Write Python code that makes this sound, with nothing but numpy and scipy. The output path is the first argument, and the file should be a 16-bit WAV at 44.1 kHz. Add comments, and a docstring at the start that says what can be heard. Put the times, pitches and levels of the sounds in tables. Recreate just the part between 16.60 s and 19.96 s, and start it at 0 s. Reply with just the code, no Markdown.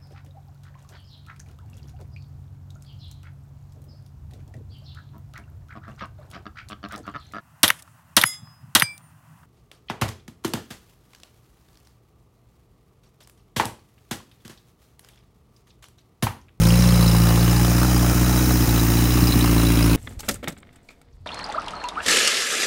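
"""On a driveway, close to a moving microphone, a four-cylinder petrol engine runs at a fast idle.
Each firing is an impulse: it rings low exhaust resonances, buzzes the frame and sets off noise bursts
that ring as block clatter, valve gear and loose fittings. Filtered noise makes a steady hiss of air.
The speed wanders a little; near the end the engine pops and clanks briefly."""
import sys
import numpy as np
from scipy import signal
from scipy.io import wavfile
from scipy.ndimage import uniform_filter1d

SR = 44100
rng = np.random.default_rng(int(sys.argv[2]) if len(sys.argv) > 2 else 0)


def store_wav(level_fs):
    """Save 16-bit WAV to argv[1]."""
    pcm = np.round(np.clip(np.atleast_2d(level_fs), -1, 1) * 32767)
    wavfile.write(sys.argv[1], SR, pcm.T.astype(np.int16))


N = 148176
TIME = np.arange(N) / SR
BURST_SAMPLES = SR // 25

# Air rush spectrum: f/Hz, relative level/dB
AIR_SPECTRUM = [(20, -8), (60, 8), (250, 11), (450, 1.5), (1300, 1.5), (2100, -1), (2800, -5.5),
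                (3400, -9.5), (4500, -9), (5200, -9.5), (7700, -19), (8800, -2), (9300, -6), (10000, -4.5),
                (12500, -13), (15800, -3.5)]
AIR_RUSH_DB = -27.5
# Levels as the microphone moves: t/s, then level/dB of
# manifold, frame, clatter, rasp, metal ringing, intake hiss, top hiss
MIC_LEVELS = [(0, -41, -32, -35, -41, -35.5, -36, -52), (.6, -41, -38, -31.5, -42, -35.5, -37.5, -41),
              (1.3, -35.5, -46, -31, -50, -35, -35.5, -39), (1.9, -29, -74, -32, -51, -36, -34, -33.5),
              (2.7, -28, -46, -35, -39, -36.5, -37, -34), (3.36, -31, -36.5, -31, -37, -38, -40, -43)]
MANIFOLD, FRAME, BLOCK, RASP, RINGING, INTAKE, TOP = range(1, 8)

# Loose fittings: t/s, level/dB
LOOSE_LEVELS = [(0, -30.5), (1.5, -42), (3.36, -36.5)]
LOOSE_HZ, LOOSE_SPREAD_HZ = 4110, 1530
LOOSE_SCATTER_DB, LOOSE_JITTER_S = 6, .002
# Harder knocks in the block: t/s, f/Hz, level/dB
BLOCK_KNOCKS = [(.547, 990, -23.5), (2.841, 1100, -22.5), (2.963, 960, -27.5), (3.101, 1240, -26)]
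# Clanks of the valve gear: t/s, f/Hz, level/dB
VALVE_CLANKS = [(.512, 5200, -27), (2.67, 5000, -23), (2.72, 3920, -23), (2.806, 3900, -26),
                (3.225, 5110, -26)]

# Tappet ring near 3.95 kHz: t/s, level/dB
TAPPET_LEVELS = [(0, -39.5), (1.6, -43.5), (2, -39), (3.36, -38.5)]
# Valve tick spectrum: f/Hz, relative level/dB
TICK_SPECTRUM = [(800, -5), (2400, 0.5), (3400, -2.5), (4500, -11.5), (5500, -15), (7000, 1.5),
                 (7800, -2.5), (9800, 2), (12500, 1), (15500, -4)]
TICK_DB = -35
# Ringing of block and rocker cover: f/Hz, width/Hz, relative level/dB
METAL_MODES = [(830.4, 38, 1), (2956, 52, -8), (4883, 47, -4), (5210, 140, 2.5), (8480, 170, -7.5)]
# Block clatter spectrum: f/Hz, relative level/dB
CLATTER_SPECTRUM = [(150, -30.5), (400, -1), (650, 1.5), (850, -2), (1300, 2.5), (1700, -6.5), (2100, -12),
                    (3400, -20.5), (6000, -47), (15500, -12.5)]

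# Engine speed: t/s, firing rate/Hz
FIRING_RATE = [(0.0, 55.79), (0.197, 60.12), (0.494, 57.3), (0.676, 57.03), (0.964, 59.47), (1.132, 58.75),
               (1.248, 61.95), (1.419, 59.54), (1.878, 61.81), (2.037, 58.61), (2.296, 56.44),
               (2.507, 60.76), (2.602, 59.61), (2.717, 59.4), (2.814, 58.7), (2.982, 56.85), (3.053, 57.55),
               (3.36, 56.4)]
START_BEAT = .15
# Cylinders in firing order: lateness/beats, then relative level/dB in exhaust, manifold, clatter
CYLINDER_ROWS = [(0.0047, 3, -3, 8.5), (-0.0044, 3.9, -2, 8), (0.0058, 2.1, -9, 7), (-0.0035, 5, 0, 6.5)]
LATENESS, EXHAUST_HIT, MANIFOLD_HIT, CLATTER_HIT = range(4)
# Exhaust resonances, deepest first: f/Hz, width/Hz, travel time/s
PIPE_MODES = [(56, 20, 0.0065), (110, 37.2, 0.0027), (164.4, 50, 0.0048), (197, 28, 0.00067),
              (277.4, 61, 0.00029), (327.8, 45, 0.0012)]
# Their levels at the microphone: t/s, then level/dB of each resonance in turn
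PIPE_LEVELS = [(.3, -20.5, -18.5, -18.5, -33.5, -34, -40.5), (.9, -22, -19, -23, -41, -30, -34.5),
               (1.5, -21.5, -21, -26.5, -34, -26.5, -32.5), (2.4, -22, -21, -29, -42, -27, -34),
               (3, -20.5, -21.5, -25, -48, -23, -37)]
BURBLE_ABOVE_HZ = 185
# Weak firings: t/s, gain/dB
WEAK_FIRINGS = [(1.54, -7), (1.865, -2), (2.065, -13), (2.72, -9)]
WEAK_S = .009
# Exhaust pops: t/s, peak level/dB
EXHAUST_POPS = [(2.631, -8), (2.736, -11), (2.767, -9)]
POP_S = .0018

EDGE_HZ = 15800


def amp(db):
    """Decibels to gain."""
    return 10 ** (np.asarray(db) / 20)


def unit(x):
    """Scales to rms 1."""
    return x / np.sqrt(np.mean(x ** 2) + 1e-20)


def curve(table, column):
    """One column of a time table, at every sample."""
    table = np.array(table)
    return np.interp(TIME, table[:, 0], table[:, column])


def colour(x, spectrum):
    """Minimum-phase filter with the given spectrum; rms 1."""
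    hz, db = np.transpose(spectrum)
    bin_hz = abs(np.fft.fftfreq(16384, 1 / SR))
    gain_db = np.interp(np.log(bin_hz + 1), np.log(hz), db)
    log_gain = np.log(amp(gain_db))
    taps = np.fft.ifft(np.exp(np.conj(signal.hilbert(log_gain)))).real
    return unit(signal.fftconvolve(x, taps[:len(taps) // 2])[:N])


def band(x, hz, width_hz, order=2):
    """A resonance around hz; rms 1."""
    edges_hz = np.clip([hz - width_hz / 2, hz + width_hz / 2], 10, SR / 2 - 10)
    sos = signal.butter(order, edges_hz, "band", fs=SR, output="sos")
    return unit(signal.sosfilt(sos, x))


def beat_times():
    """When each firing is due, and its cylinder's row: one firing per whole beat of the integrated rate."""
    beats = START_BEAT + np.cumsum(curve(FIRING_RATE, 1)) / SR
    count = np.arange(1, int(beats[-1]) + 1)
    cylinder = np.array(CYLINDER_ROWS)[count % len(CYLINDER_ROWS)]
    return np.interp(count + cylinder[:, LATENESS], beats, TIME), cylinder


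def firings(column, scatter_db, jitter_s):
    """One impulse per firing, weighted by its cylinder and by chance."""
    times_s, cylinder = beat_times()
    late, strong = rng.standard_normal((len(times_s), 2)).T
    sizes = amp(cylinder[:, column] + scatter_db * np.clip(strong, -2, 2))
    samples = np.maximum((times_s + jitter_s * late) * SR, 0).astype(int)
    return np.bincount(samples, sizes, N)[:N]


def rattle(hits, rise_s, decay_s, grain_db):
    """Each hit sets off a burst of tiny impacts of uneven size; overlapping bursts add in power."""
    t = TIME[:BURST_SAMPLES]
    burst_power = (1 - np.exp(-t / rise_s)) ** 2 * np.exp(-2 * t / decay_s)
    power = signal.oaconvolve(hits ** 2, burst_power)[:N]
    grain_gain = amp(grain_db * rng.standard_normal(N // 20 + 1))
    grains = np.repeat(grain_gain, 20)[:N]
    return np.sqrt(abs(power)) * grains * rng.standard_normal(N)


def strikes(rows, width_hz, rise_s, decay_s):
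    """Metal hits metal: each row (t/s, f/Hz, level/dB) is a short noise burst around its own pitch."""
    t, out = TIME[:BURST_SAMPLES], np.zeros(N)
    shape = (1 - np.exp(-t / rise_s)) ** 2 * np.exp(-t / decay_s)
    shape_rms = np.sqrt(np.mean(shape ** 2))
    for start_s, hz, db in rows:
        noise = band(rng.standard_normal(len(t)), hz, width_hz)
        burst = unit(noise * shape) * shape_rms / shape.max()
        part = out[max(int(start_s * SR), 0):][:len(t)]
        part += (amp(db) * burst)[:len(part)]  # a view: adds into out
    return out


def reflections(x, echo_db, drift_s):
    """Faint short echoes off the ground and tank, whose paths drift as the microphone moves."""
    out = x.copy()
    for start, phase, rate in rng.random((6, 3)):
        drift = np.sin(2 * np.pi * (phase + (.15 + .2 * rate) * TIME))
        delay_s = .001 + .008 * start + drift_s * drift
        out += amp(echo_db) * np.interp(TIME - delay_s, TIME, x)
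    return out * np.std(x) / np.std(out)  # overall level kept


def air():
    """Fan and intake rush as coloured noise, plus two hiss bands that depend on the microphone's place."""
    rush, intake, fizz, flutter = rng.standard_normal((4, N))
    rush = amp(AIR_RUSH_DB) * colour(rush, AIR_SPECTRUM)
    intake_hiss = band(intake, hz=6250, width_hz=1800) * amp(curve(MIC_LEVELS, INTAKE))
    top_hiss = band(fizz, hz=14800, width_hz=2700) * amp(curve(MIC_LEVELS, TOP))
    flutter_db = unit(uniform_filter1d(flutter, size=150))  # 1 dB rms
    return (rush + intake_hiss + top_hiss) * amp(flutter_db)


def loose_parts():
    """Each firing jolts loose fittings at a random pitch and strength."""
    times_s = beat_times()[0]
    place, late, strong = rng.uniform(-1.009, 1, (len(times_s), 3)).T
    pitches_hz = LOOSE_HZ + LOOSE_SPREAD_HZ * place
    rows = zip(times_s + LOOSE_JITTER_S * late, pitches_hz, LOOSE_SCATTER_DB * strong)
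    return strikes(rows, width_hz=670, rise_s=.0014, decay_s=.006) * amp(curve(LOOSE_LEVELS, 1))


def knocks():
    """Harder blows in the block: broad bursts, low in pitch."""
    return strikes(BLOCK_KNOCKS, width_hz=800, rise_s=.001, decay_s=.006)


def clanks():
    """Valve-gear blows: narrower bursts, high in pitch."""
    return strikes(VALVE_CLANKS, width_hz=380, rise_s=.0015, decay_s=.007)


def tappets():
    """One bright ring of the valve gear, struck harder on some firings than on others."""
    hits = firings(CLATTER_HIT, scatter_db=2.4, jitter_s=.0006)
    taps = rattle(hits, rise_s=.001, decay_s=.0045, grain_db=1.2)
    return band(taps, hz=3950, width_hz=110, order=1) * amp(curve(TAPPET_LEVELS, 1))


def valve_ticks():
    """The valve gear ticks on every firing: short coloured bursts."""
    hits = firings(CLATTER_HIT, scatter_db=1.2, jitter_s=.0005)
    ticks = rattle(hits, rise_s=.0014, decay_s=.006, grain_db=2)
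    return amp(TICK_DB) * colour(ticks, TICK_SPECTRUM)


def valve_rasp():
    """The valve gear rasps on every firing: longer bursts in one band."""
    hits = firings(CLATTER_HIT, scatter_db=1.5, jitter_s=.0017)
    rasp = rattle(hits, rise_s=.00047, decay_s=.02, grain_db=0)
    return band(rasp, hz=2634, width_hz=530) * amp(curve(MIC_LEVELS, RASP))


def metal_ringing():
    """Every firing rings each mode of block and rocker cover by a different amount."""
    ring = np.zeros(N)
    for hz, width_hz, db in METAL_MODES:
        hits = firings(CLATTER_HIT, scatter_db=1.4, jitter_s=.0006)
        taps = rattle(hits, rise_s=.0018, decay_s=.005, grain_db=1.2)
        ring += amp(db) * band(taps, hz, width_hz, order=1)
    return unit(ring) * amp(curve(MIC_LEVELS, RINGING))


def clatter():
    """Pistons rattle the block on every firing."""
    hits = firings(CLATTER_HIT, scatter_db=2.5, jitter_s=.00087)
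    bursts = rattle(hits, rise_s=.0028, decay_s=.005, grain_db=1)
    return colour(bursts, CLATTER_SPECTRUM) * amp(curve(MIC_LEVELS, BLOCK))


def frame():
    """Every firing shakes the frame in nearly the same way: two resonances buzz above the exhaust."""
    shakes = firings(EXHAUST_HIT, scatter_db=2.5, jitter_s=.0001)
    upper = band(shakes, hz=513, width_hz=82) * amp(curve(MIC_LEVELS, FRAME))
    lower = band(shakes, hz=453.5, width_hz=56) * amp(-40.5)
    return upper + lower


def pops():
    """Short pops in the exhaust: a pressure peak between two dips."""
    out = np.zeros(N)
    for peak_s, db in EXHAUST_POPS:
        x2 = ((TIME - peak_s) / POP_S) ** 2
        out += amp(db) * (1 - 2 * x2) * np.exp(-x2)
    return out


def exhaust():
    """Firing pulses ring low resonances; one weak cylinder makes the upper ones burble once a cycle."""
    even = firings(EXHAUST_HIT, scatter_db=.6, jitter_s=.0001)
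    uneven = firings(MANIFOLD_HIT, scatter_db=1.1, jitter_s=.00008)
    out = band(uneven, hz=234.4, width_hz=53) * amp(curve(MIC_LEVELS, MANIFOLD))
    # already running: one cycle of lead-in
    lead = int(len(CYLINDER_ROWS) * SR / FIRING_RATE[0][1])
    for k, (hz, width_hz, travel_s) in enumerate(PIPE_MODES):
        pulses = uneven if hz > BURBLE_ABOVE_HZ else even
        ring = band(np.r_[pulses[:lead], pulses], hz, width_hz)
        ring_time_s = (np.arange(len(ring)) - lead) / SR
        out += np.interp(TIME - travel_s, ring_time_s, ring) * amp(curve(PIPE_LEVELS, k + 1))
    weak_db = sum(db * np.exp(-((TIME - dip_s) / WEAK_S) ** 2) for dip_s, db in WEAK_FIRINGS)
    return out * amp(weak_db)


def scene():
    """The whole engine in one channel; metal and air also arrive as echoes."""
    valves = tappets() + valve_ticks() + valve_rasp() + metal_ringing()
    metal_and_air = air() + loose_parts() + knocks() + clanks() + valves + clatter()
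    echoed = reflections(metal_and_air, echo_db=-19.5, drift_s=.00018)
    return (echoed + frame() + pops() + exhaust())[None]


def record(dry):
    """The recorder's band limit: a linear-phase low-pass."""
    taps = signal.firwin(511, EDGE_HZ, window=("kaiser", 9), fs=SR)
    return signal.oaconvolve(dry, taps[None], "same")


dry = scene()
out = record(dry)
store_wav(out)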